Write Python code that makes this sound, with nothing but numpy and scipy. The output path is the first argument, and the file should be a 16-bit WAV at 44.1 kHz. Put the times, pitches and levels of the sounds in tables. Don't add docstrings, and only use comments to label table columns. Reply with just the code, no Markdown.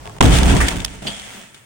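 import sys
import numpy as np
from scipy import signal
from scipy.fft import rfft, irfft
from scipy.io import wavfile
from scipy.ndimage import uniform_filter1d, minimum_filter1d

SR = 44100
rng = np.random.default_rng(int(sys.argv[2]) if len(sys.argv) > 2 else 0)


def to_wav(sig):
    pcm = np.clip(np.atleast_2d(sig), -1, 1) * 32767
    pcm = np.round(pcm).astype(np.int16)
    wavfile.write(sys.argv[1], SR, pcm.T)


N = 72765
T = np.arange(N) / SR
HZ = np.maximum(np.arange(N // 2 + 1) * SR / N, 1)
BURST_S = .2078

# start in seconds, level in dB.
RIPS = [(0.2076, 16), (0.2113, 14)]
# frequency in Hz, level in dB.
RIP_TONE = [(40, 2.5), (140, -17), (290, 4.5), (500, -10.5), (820, 3), (1300, -8.5), (3300, -13.5),
            (4800, -19), (8000, -13), (16000, -63)]

def burst():
    swell_s = .0026
    push = from_db(11.5) * np.exp(-((T - BURST_S) / (swell_s / 2)) ** 2)
    rips = sum(from_db(db) * decay(s, fade_s=.0076, hold_s=.0029) for s, db in RIPS)
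    return push + noise(RIP_TONE) * rips

# time in seconds, level in dB.
OUTFLOW = [(.205, -4), (.225, -5), (.275, -7.5), (.335, -8.5), (.39, -12), (.44, -10), (.56, -9.5),
           (.6, -15), (.65, -12.5), (.685, -30), (.77, -21), (.86, -32), (1.1, -42), (1.3, -52.5),
           (1.65, -82)]
# frequency in Hz, level in dB.
RUMBLE_TONE = [(20, -43), (31, -11), (42, -0.5), (60, -3), (80, -6), (120, -9.5), (250, -13.5), (420, -26),
               (900, -27), (2500, -51)]
# pitch in Hz, width in Hz, dB relative to the rumble.
BOOM_NOTES = [(57.45, 9.5, -4), (173.8, 16, -9.5), (281.5, 5.5, -11)]

def gust():
    boom = sum(from_db(db) * steady(resonate(noise(AIR_TONE), [(hz, width_hz, 0)]), samples=9000)
               for hz, width_hz, db in BOOM_NOTES)
    air = steady(steady(noise(RUMBLE_TONE)) + boom)
    flow = level(OUTFLOW) * (T >= BURST_S)
    deep = signal.sosfilt(signal.butter(1, 172, fs=SR, output="sos"), air)
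    upper = (air - deep) * (flow / flow.max()) ** .21
    return flow * (deep + upper)

# time in seconds, level in dB.
JET_LEVEL = [(.207, -30), (.214, -20.5), (.255, -10.5), (.29, -19), (.35, -13.5), (.41, -17), (.5, -16.5),
             (.58, -19), (.66, -21), (.72, -20.5), (.76, -26.5), (.83, -30), (.89, -38), (1.0, -41.5),
             (1.2, -61)]
# frequency in Hz, level in dB.
AIR_TONE = [(120, -8), (300, -1.5), (700, -2.5), (1100, -8), (3000, -7.5), (5000, -16.5), (9000, -12.5),
            (16000, -61)]
ASH_TONE = [(400, -25), (1500, 9), (3200, 0), (5000, 0), (9000, 1.5), (16000, -3.5)]
# pitch in Hz, level in dB, seconds to fade by 60 dB.
FIREBOX_NOTES = [(170, -3.5, 0.22), (288, -26, 0.21), (419, 0, 0.13), (698, 1, 0.087), (795, -7, .07),
                 (888, 6.5, 0.067), (1080, 1, 0.077), (1650, -2, .04)]
ASH_PER_S, ASH_SPREAD_DB = 5000, 5

def jet():
    air = from_db(-5) * noise(AIR_TONE) * flutter()
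    ash = from_db(-7.5) * grains(ASH_TONE, ASH_PER_S, ASH_SPREAD_DB) * flutter()
    bands = [(hz, np.log(1000) / (np.pi * fade_s), db) for hz, db, fade_s in FIREBOX_NOTES]
    ring = from_db(-15) * unit_power(resonate(noise(AIR_TONE), bands))
    return level(JET_LEVEL) * (T >= BURST_S) * (air + ash + ring)

def spray():
    middle_s, half_length_s = .347, .029
    swell = from_db(-16) * np.exp(-((T - middle_s) / half_length_s) ** 2)
    return swell * grains(SNAP_TONE, ASH_PER_S, ASH_SPREAD_DB)

# start in seconds, level in dB, left minus right in dB, seconds to fade.
SNAPS = [(.2262, -8.5, -9, 0.013), (.255, -16, -4, 0.014), (0.261, -13.5, -6, 0.015),
         (.2815, -21, -5, 0.01), (0.3871, -8, 8, 0.0093), (0.4328, -10, 1, .012), (0.5665, -13, 6.5, 0.023),
         (0.67, -20, 1, 0.017), (0.6835, -8, 4.5, 0.021), (.6878, -13, -4, 0.02), (.773, -25, 1, 0.015),
         (.795, -29, 2, 0.027), (.803, -28.5, 19, 0.023), (0.8604, -24, 3, 0.015), (0.88, -28, 0, 0.014),
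         (1.023, -34, 1, 0.045), (1.197, -24, 0, 0.014), (1.545, -35.5, 5, 0.055)]
# start in seconds, level in dB, left minus right in dB.
SPARK_HITS = [(.8471, -8.5, -18), (0.8482, -9.5, -8), (0.849, -6.5, 7)]
# frequency in Hz, level in dB.
SNAP_TONE = [(200, 2.5), (900, -7.5), (2200, 2), (3700, 3), (5500, -3), (9000, -2), (16000, -11.5)]
SPARK_TONE = [(300, -25), (1400, -6), (2300, -9.5), (2900, 0), (4000, 7.5), (6000, -1.5), (9000, -4),
              (11500, 12.5), (16000, -11)]

def embers():
    snaps = sum(from_db(db) * pan(side_db) * decay(s, fade_s) for s, db, side_db, fade_s in SNAPS)
    spark = sum(from_db(db) * pan(side_db) * decay(s, fade_s=.011) for s, db, side_db in SPARK_HITS)
    return noise(SNAP_TONE) * snaps + noise(SPARK_TONE) * spark

# start in seconds, level in dB.
KNOCKS = [(.6038, -15.5), (.612, -22.5)]
CLINKS = [(1.0655, -39.5), (1.0695, -29), (1.0755, -31.5), (1.082, -34.5), (1.094, -45), (1.102, -41)]
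THUDS = [(1.0205, -29), (1.05, -28), (1.072, -35.5), (1.093, -36.5), (1.325, -54), (1.372, -42)]
# pitch in Hz, level in dB, seconds to fade.
KNOCK_NOTES = [(1180, -5, 0.095), (1470, -22, 0.12), (1824, -3, 0.19), (2025, -4, 0.08), (2340, -6, .06),
               (2676, -14.5, 0.23), (3100, -17, .2)]
CLINK_NOTES = [(2560, -7, 0.059), (2958, 9, 0.048), (3163, 5.5, .06), (3260, 0, 0.055), (3434, 3, 0.082),
               (4155, 7, 0.046), (4640, 4, 0.049), (4720, 1, 0.051)]
# pitch in Hz, width in Hz, level in dB.
SCRAPE_NOTES = [(3270, 130, -0.5), (3440, 330, -4.5)]
# frequency in Hz, level in dB.
KNOCK_TONE = [(500, -9), (1200, -5.5), (1850, 5.5), (2800, -11), (4500, -14), (9000, -6), (16000, -17.5)]
THUD_TONE = [(50, -28), (120, 6), (210, 8.5), (330, -4.5), (620, 0.5), (1100, -12.5), (4000, -26)]

def debris():
    knock = strike(KNOCKS, KNOCK_NOTES) + from_db(-1) * puffs(KNOCKS, KNOCK_TONE, fade_s=.22)
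    clink = strike(CLINKS, CLINK_NOTES) + from_db(8) * puffs(CLINKS, SNAP_TONE, fade_s=.025)
    scrape = from_db(-35) * resonate(noise(GRIT_TONE), SCRAPE_NOTES) * decay(CLINKS[1][0], fade_s=.7)
    return knock + clink + scrape + puffs(THUDS, THUD_TONE, fade_s=.19)

# time in seconds, level in dB.
GRIT_LEVEL = [(.7, -76), (.92, -38), (1.005, -45.5), (1.03, -38.5), (1.085, -30.5), (1.15, -33),
              (1.26, -35.5), (1.39, -40), (1.48, -46), (1.525, -51), (1.57, -45.5), (1.65, -69)]
RUSH_LEVEL = [(1.17, -58), (1.27, -41), (1.38, -37.5), (1.43, -42.5), (1.5, -49.5)]
# frequency in Hz, level in dB.
GRIT_TONE = [(100, -20), (190, 14), (280, -2.5), (700, 5), (1100, -1), (2000, 5), (3300, 2), (4800, -2.5),
             (8500, 2), (16000, -12)]
RUSH_TONE = [(100, -12), (200, 1.5), (300, -4), (650, -5), (1050, -6), (1700, -5.5), (3200, -7),
             (5000, -14.5), (16000, -11.5)]

def shower():
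    grit = level(GRIT_LEVEL) * grains(GRIT_TONE, per_s=9000, spread_db=3)
    return grit + level(RUSH_LEVEL) * noise(RUSH_TONE)

# frequency in Hz, level in dB.
FLAME_TONE = [(25, -18), (55, -1), (115, 0), (230, -14.5), (900, -15), (1300, -20.5), (3300, -26.5),
              (9000, -27.5), (16000, -31)]
LOW_FLAME_TONE = [(25, -19), (60, -20), (115, 11.5), (190, -8), (260, -16), (450, -16), (800, -31),
                  (2000, -7), (4500, -27), (9000, -9.5), (16000, -30.5)]
# start in seconds, level in dB.
POPS = [(.0562, -26.5), (.066, -29), (.0748, -25), (.096, -27.5), (.1655, -31), (.1845, -30)]

def fire():
    before = from_db(-37.5) * steady(noise(FLAME_TONE))
    after = from_db(-51.5) * noise(LOW_FLAME_TONE)
    ring = from_db(-12.5) * strike(POPS, FIREBOX_NOTES)
    cracks = puffs(POPS, AIR_TONE, fade_s=.0081)
    return np.where(T < BURST_S, before, after) + ring + cracks

# left delay in seconds, right delay in seconds, level in dB.
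ECHOES = [(.0023, .0031, -16), (.0052, .0044, -13), (.0091, .0107, -11), (0.0139, .0131, -32)]

def echoes(x):
    out = x.copy()
    for *delays, db in ECHOES:
        delayed = [np.pad(side, (int(s * SR), 0))[:N] for side, s in zip(x, delays)]
        out += from_db(db) * np.array(delayed)
    return out * np.std(x) / np.std(out)

# frequency in Hz, likeness from 0 (unrelated) to 1 (same).
LIKENESS = [(40, 0.95), (70, 0.8), (130, .86), (250, 0.45), (500, 0.13), (1000, 0.11), (2500, 0.074),
            (16000, 0)]
# frequency in Hz, left minus right in dB.
BALANCE = [(60, -2.8), (130, 1.6), (500, -.5), (1000, -1.5), (2000, -1.5), (5000, 0.7), (16000, 0)]

def colour(pair, tone):
    mid, side = rfft(pair) * from_db(at_hz(tone))
    alike = at_hz(LIKENESS)
    both = np.sqrt(1 + alike) * mid + np.sqrt(1 - alike) * side * [[1], [-1]]
    return unit_power(irfft(both * pan(at_hz(BALANCE)), N))

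def noise(tone):
    return colour(rng.standard_normal((2, N)), tone)

def grains(tone, per_s, spread_db):
    sizes = from_db(spread_db * np.minimum(rng.exponential(1, N), 5))
    lands = rng.random(N) < per_s / SR
    return colour(sizes * lands * rng.standard_normal((2, N)), tone)

def strike(hits, notes):
    starts, db = np.transpose(hits)
    out = np.zeros((2, N))
    for hz, note_db, fade_s in notes:
        clicks = np.zeros((2, N)) + 1e-18
        for side in clicks:
            timing, strength = rng.uniform(-1.1, 1, (len(starts), 2)).T
            arrivals = ((starts + np.abs(timing) * .0006) * SR).astype(int)
            side[arrivals] = from_db(db + note_db + 2 * strength)
        shrink = np.exp(-np.log(1000) / (fade_s * SR))
        turn = 2 * np.pi * hz / SR
        out += signal.lfilter([0, np.sin(turn)], [1, -2 * shrink * np.cos(turn), shrink ** 2], clicks)
    return out

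def puffs(hits, tone, fade_s):
    return noise(tone) * sum(from_db(db) * decay(s, fade_s) for s, db in hits)

def resonate(pair, notes):
    return sum(from_db(db) * unit_power(signal.lfilter(*signal.iirpeak(hz, hz / width_hz, SR), pair))
               for hz, width_hz, db in notes)

def flutter(depth_db=1.84, below_hz=30):
    wobble = irfft(rfft(rng.standard_normal(N)) / (1 + (HZ / below_hz) ** 2), N)
    return from_db(depth_db * unit_power(wobble))

def steady(x, samples=2600):
    return x / np.sqrt(uniform_filter1d(np.mean(x ** 2, axis=0), samples) + 1e-9)

def decay(start_s, fade_s, hold_s=0):
    return (T >= start_s) * np.exp(-np.log(1000) * np.maximum(T - start_s - hold_s, 0) / fade_s)

def level(curve):
    return from_db(np.interp(T, *np.transpose(curve), left=-np.inf))

def at_hz(points):
    hz, value = np.transpose(points)
    return np.interp(np.log(HZ), np.log(hz), value)

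def pan(db):
    return from_db(np.array([[.5], [-.5]]) * db)

def from_db(db):
    return 10 ** (np.asarray(db) / 20)

def unit_power(x):
    return x / np.sqrt(np.mean(x ** 2) + 1e-20)

def scene():
    return fire() + burst() + gust() + embers() + debris() + echoes(jet() + shower() + spray())

def limit(x, ceiling_db=7, ahead_s=.017, recover_db_per_s=1600):
    over_db = np.maximum(20 * np.log10(np.abs(x).max(axis=0) + 1e-9) - ceiling_db, 0)
    window = 2 * int(ahead_s * SR / 2) + 1
    coming_db = -minimum_filter1d(-over_db, window, origin=-(window // 2))
    held_db = np.maximum.accumulate(coming_db + recover_db_per_s * T) - recover_db_per_s * T
    return x * from_db(-uniform_filter1d(held_db, 200))

# frequency in Hz, gain in dB, narrowness (Q).
MIC_TONE = [(3430, 5.5, 9), (3840, -4, 3.2), (10150, -0.5, 1), (14760, -4, 1.33)]

def record(dry):
    overload, dull_band_hz, top_hz = 1.13, (10050, 13950), 16100
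    x = dry
    for hz, gain_db, q in MIC_TONE:
        x = x + (from_db(gain_db) - 1) * signal.lfilter(*signal.iirpeak(hz, q, SR), x)
    x = overload * np.tanh(limit(x) / overload)
    band_cut = signal.cheby1(5, .5, dull_band_hz, "bandstop", fs=SR, output="sos")
    x = from_db(-35.5) * x + signal.sosfilt(band_cut, x)
    return signal.sosfilt(signal.ellip(10, .3, 70, top_hz, fs=SR, output="sos"), x)

dry = scene()
out = record(dry)
to_wav(out)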